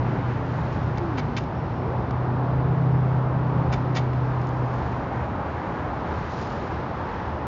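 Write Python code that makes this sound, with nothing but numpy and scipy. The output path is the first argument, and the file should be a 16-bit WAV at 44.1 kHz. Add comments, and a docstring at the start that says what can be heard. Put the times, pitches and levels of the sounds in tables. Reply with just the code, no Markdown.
"""A steady tyre roar over low rumble: road traffic across a lake, heard from a fishing deck.
One engine's exhaust hum carries over the water, swells and fades. Close to the microphone,
tackle or clothing sticks and slips in short scrapes, small ticks and soft rustles.
A faint tone slides down, then up again; far off in the trees a small bird peeps."""
import sys
import numpy as np
from scipy import signal
from scipy.fft import rfft, irfft
from scipy.io import wavfile

SR = 44100
rng = np.random.default_rng(int(sys.argv[2]) if len(sys.argv) > 2 else 0)


def wrap_up_sound(samples):
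    """Save the sound to the file named by the first command line argument, as 16-bit audio."""
    columns = np.atleast_2d(samples).T
    # keep every value between -1 and 1, then stretch to whole-number steps
    tamed = np.clip(columns, -1, 1)
    steps = np.round(tamed * 32767).astype(np.int16)
    wavfile.write(sys.argv[1], SR, steps)


N = 329411
TIME = np.arange(N) / SR

# small bird, far off: t/s, length/s, f/Hz, peak level/dB
BIRD_PEEPS = [(1.533, .11, 5450, -66), (1.725, .12, 5420, -65)]
# faint gliding tones: t/s, length/s, first f/Hz, last f/Hz, level/dB, final blur/share of pitch
TONE_SLIDES = [(0.96, 0.634, 347.7, 235.7, -32.8, 0.0079), (1.725, 0.37, 338.4, 640, -34.5, 0.3)]
# cloth, close by: peak t/s, level/dB, swell/(dB per s)
CLOTH_RUSTLES = [(0.77, -60, 19), (4.88, -62, 18), (6.42, -52, 36.5)]
# resonances of the rubbed tackle: f/Hz, width/Hz, relative level/dB
TACKLE_MODES = [(480, 210, -6.5), (810, 310, 3), (1440, 520, 6), (1914, 120, 5), (2237, 140, 9.5),
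                (2650, 190, 4.5), (3070, 130, 0), (3504, 130, 4.5), (3890, 150, -0.5), (4540, 140, 1),
                (4970, 190, -3.5), (5530, 62, -7), (6100, 98, -9), (6460, 150, -23.5)]
# scrapes, close by: t/s, rise/s, fall/s, level/dB, tilt/(dB per octave)
NEAR_SCRAPES = [(1.170, 0.013, 0.027, -31.5, -4.5), (1.3646, 0.0021, 0.027, -28.5, -2),
                (3.712, .027, 0.0077, -31, -2.5), (3.942, 0.029, 0.027, -28, -2)]
# ticks, close by: t/s, level before tick_db/dB, tilt/(dB per octave)
NEAR_TICKS = [(0.9744, -29, -4), (0.9817, -25.5, -1.5), (1.3663, -26, -2), (1.4381, -35, -2),
              (2.1086, -31, -2), (3.9684, -26, 1), (4.1325, -28.5, -3), (4.4149, -41, 3.5),
              (4.4702, -40.5, 5), (4.4904, -41, 7), (4.7402, -33, -2), (6.3794, -36, -1), (6.431, -34, -1)]
# cars on the nearest stretch: closest t/s, tyre level/dB
CAR_PASSES = [(0.05, -43.5), (5.6, -44), (7, -47.5)]
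# one engine eases off, pulls hard, then draws away:
# t/s, cycle f/Hz, fourth-order level/dB, fifth-order level/dB
ENGINE_RUN = [(0, 30.1, -24.5, -33), (0.55, 30.65, -30.5, -35), (1.2, 29.2, -36, -35),
              (2.05, 31.01, -28.5, -38.5), (2.4, 31.7, -23.5, -34.5), (2.8, 32.42, -25, -26.5),
              (3.05, 32.1, -19.5, -30), (3.25, 31.9, -26, -32.5), (3.6, 31.86, -23.5, -27),
              (4.1, 31.53, -24, -35), (4.55, 31.38, -27.5, -39.5), (4.95, 30.6, -34, -47)]
# its weaker lines: order/multiple of the cycle rate, level against the fourth order/dB
WEAK_ORDERS = [(2.5, -26), (6.5, -23.5), (8, -27.5), (9, -18.5), (11.5, -27), (12.5, -25)]
# the far tyre roar, and a faint high hiss that swells and dips:
# t/s, relative level of the roar/dB, relative level of the treble/dB
ROAR_AND_HISS = [(0, 1.5, 0), (1.4, -0.5, 1), (2.3, 1.3, -2), (3.4, 0.7, -2.5), (4.2, 2, 1.5), (5.7, 2, -4),
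                 (6.4, 0.6, 3), (7.47, 1.2, 0.5)]
# the road's colour at the deck: f/Hz, relative spectral level/dB
ROAD_SPECTRUM = [(20, -41), (32, -18.5), (50, -5), (78, -1.5), (120, 0), (200, -5), (310, -6.5),
                 (430, -9.5), (680, -10), (870, -7.5), (1250, -14.5), (2100, -28.5), (3700, -39),
                 (5500, -46.5), (7200, -61.5)]


def undb(db):
    """Decibels to gain."""
    return 10 ** (np.asarray(db) / 20)


def unit(x):
    """Scale to rms 1."""
    return x / np.sqrt(np.mean(x ** 2) + 1e-18)


def curves(table):
    """The columns of a table of timed rows, joined by straight lines."""
    times, *columns = np.transpose(table)
    return [np.interp(TIME, times, column) for column in columns]


def walk(rate):
    """Random drift of rms 1, changing about rate times a second."""
    hz = np.fft.rfftfreq(N, 1 / SR)
    lowpass = np.exp(-(hz / rate) ** 2) * (hz > 0)
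    return unit(irfft(rfft(rng.standard_normal(N)) * lowpass, N))


def resonance(hz, centre_hz, width_hz):
    """Complex response of one resonance, gain 1 at its centre."""
    return 1j * hz * width_hz / (centre_hz ** 2 - hz ** 2 + 1j * hz * width_hz)


def hump(x, centre_hz, width_hz):
    """One resonance applied twice, for steep sides; rms 1."""
    response = resonance(np.fft.rfftfreq(N, 1 / SR), centre_hz, width_hz)
    return unit(irfft(rfft(x) * response ** 2, N))


def add(out, start_s, sound):
    """Mix a sound in at start_s."""
    start = int(start_s * SR)
    out[start:start + len(sound)] += sound[:N - start]


def bird(waver=0.013):
    """Thin, wavering peeps from distant trees."""
    out = 0
    for start, length, hz, db in BIRD_PEEPS:
        swell = np.sin(np.pi * np.clip((TIME - start) / length, 0, 1))
        pitch = hz * (1 + waver * walk(120))
        out = out + undb(db) * swell * np.sin(2 * np.pi * np.cumsum(pitch) / SR)
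    return out


def sliding_tones(attack_s=0.12, hold_until_s=0.24, mid_glide_s=0.172, glide_s=0.06, flutter_db=2.0):
    """Faint, nearly pure tones, each with one S-shaped glide; the rising one blurs into a swish."""
    out = 0
    for start, length, first_hz, last_hz, db, blur in TONE_SLIDES:
        t = TIME - start
        glide = (1 + np.tanh((t - mid_glide_s) / glide_s)) / 2
        hz = (first_hz + (last_hz - first_hz) * glide) * (1 + blur * glide * walk(83))
        tone = np.sqrt(2) * np.sin(2 * np.pi * np.cumsum(hz) / SR)
        envelope = np.interp(t, [0, attack_s, hold_until_s, length], [0, 1, 1, 0])
        out = out + tone * envelope * undb(db + flutter_db * walk(15))
    return out


def slips(size, spread_db):
    """Dense tiny stick-slip impulses; a few are far stronger than the rest."""
    grains = rng.standard_normal(size)
    strength_db = spread_db * np.minimum(rng.exponential(size=size), 5)
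    return unit(grains * undb(strength_db))


def cloth_rustle(grain_db=5.0, catch_db=2.0, centre_hz=4100, width_hz=3300, fade_db_per_s=44.5):
    """Cloth near the microphone slides and catches: fine grains in one broad treble hump."""
    rubbing = sum(undb(db - np.maximum(swell * (peak - TIME), fade_db_per_s * (TIME - peak)))
                  for peak, db, swell in CLOTH_RUSTLES)
    grains = hump(slips(N, grain_db), centre_hz, width_hz)
    return grains * rubbing * undb(catch_db * walk(35))


def tackle_ring(force, tilt_db, pivot_hz=3500, cutoff_hz=7500):
    """A contact force rings the tackle; a harder contact, with more tilt, is brighter."""
    hz = np.maximum(np.fft.rfftfreq(len(force), 1 / SR), 1)
    body = sum(undb(db) * resonance(hz, centre, width) for centre, width, db in TACKLE_MODES)
    body = body * undb(tilt_db * np.log2(hz / pivot_hz)) / (1 + (hz / cutoff_hz) ** 8)
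    return irfft(rfft(force) * body / np.sqrt(np.mean(abs(body) ** 2)), len(force))


def contact(pressure, tilt_db, db):
    """Slips under a pressure curve ring the tackle; db is the rms level at pressure 1."""
    force = slips(len(pressure), spread_db=2.2) * pressure
    return undb(db) * unit(tackle_ring(force, tilt_db)) * np.sqrt(np.mean(pressure ** 2))


def tackle_handling(jerk_db=4, tick_s=0.0021, tick_db=-6, tail_db=-13, tail_s=0.039, size=8192):
    """Close up, jerky runs of slips scrape, with a weak tail off the deck; brief bursts tick."""
    out, t = np.zeros(N), np.arange(size) / SR
    for start, rise, fall, db, tilt_db in NEAR_SCRAPES:
        jerks = undb(jerk_db * np.tanh(walk(220)[:size]))
        pressure = np.interp(t, [0, rise, rise + fall], [0, 1, 0]) * unit(jerks)
        tail = undb(tail_db) * np.exp(-abs(t - rise) / tail_s) * (t > rise)
        add(out, start, contact(pressure + tail, tilt_db, db))
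    for start, db, tilt_db in NEAR_TICKS:
        add(out, start, contact(np.exp(-t / tick_s), tilt_db, db + tick_db))
    return out


def far_exhausts(centre_hz=78, width_hz=24, level_db=-39):
    """The most distant engines merge into one low, beating drone."""
    return hump(rng.standard_normal(N), centre_hz, width_hz) * undb(level_db)


def nearer_tyres(centre_hz=1550, width_hz=950, flicker_db=1.5, half_power_s=0.61):
    """Cars on the nearest stretch lose less treble to the air, so the roar brightens as they pass."""
    power = sum(undb(db) ** 2 / (1 + ((TIME - closest) / half_power_s) ** 2)
                for closest, db in CAR_PASSES)
    tyres = hump(rng.standard_normal(N), centre_hz, width_hz)
    return tyres * np.sqrt(power) * undb(flicker_db * walk(4.7))


def engine(waver=0.0026, flutter_db=1.2, fading_db=3, leave_db_per_s=30):
    """Low exhaust orders carry over the water; the fourth and fifth beat at the cycle rate."""
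    cycle_hz, fourth_db, fifth_db = curves(ENGINE_RUN)
    phase = 2 * np.pi * np.cumsum(cycle_hz * (1 + waver * walk(9.2))) / SR
    hum = 0
    for order, db in ((4, fourth_db), (5, fifth_db)):
        gain = undb(db + flutter_db * walk(3.1))
        hum = hum + gain * np.sin(order * phase + rng.uniform(0, 2 * np.pi))
    # the weaker lines fade in and out as their paths to the microphone interfere
    for order, db in WEAK_ORDERS:
        gain = undb(fourth_db + db + fading_db * walk(4.3))
        hum = hum + gain * np.sin(order * phase + walk(4))
    leaving = undb(-leave_db_per_s * np.maximum(TIME - ENGINE_RUN[-1][0], 0))
    return np.sqrt(2) * hum * leaving


def far_road(base_db=-29.5, swell_db=0.58, flicker_db=0.5, rumble_hz=380, hiss_hz=2300):
    """Traffic across the lake: half-octave bands swell together and flicker alone in moving air."""
    hz = np.maximum(np.fft.rfftfreq(N, 1 / SR), 1)
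    points_hz, points_db = np.transpose(ROAD_SPECTRUM)
    colour = undb(np.interp(np.log(hz), np.log(points_hz), points_db))
    noise = irfft(rfft(rng.standard_normal(N)) * colour, N)
    spectrum = rfft(unit(noise))
    roar_db, hiss_db = curves(ROAR_AND_HISS)
    rumble_db = 3.2 - 0.5251 * TIME  # the rumble slowly recedes
    swell, out = walk(1.5), 0
    for centre in 2 ** np.arange(4, 14, .5):
        triangle = np.maximum(1 - 2 * abs(np.log2(hz / centre)), 0)
        band = irfft(spectrum * triangle, N)
        # engines own the bass, tyres the middle; above them a faint high hiss swells and dips
        bass = 1 / (1 + (centre / rumble_hz) ** 4)
        treble = 1 / (1 + (hiss_hz / centre) ** 4)
        band_db = bass * rumble_db + treble * hiss_db + (1 - bass - treble) * roar_db
        out = out + band * undb(band_db + swell_db * swell + flicker_db * walk(3.4))
    return out * undb(base_db)


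def scene():
    """The far shore and the small sounds close by, at one microphone on the deck."""
    traffic = far_road() + nearer_tyres() + far_exhausts() + engine()
    return (traffic + tackle_handling() + cloth_rustle() + sliding_tones() + bird())[None]


def record(dry, cutoff_hz=7250):
    """The phone on the deck cuts the treble steeply."""
    return signal.sosfilt(signal.ellip(12, .2, 80, cutoff_hz, fs=SR, output="sos"), dry)


dry = scene()
out = record(dry)
wrap_up_sound(out)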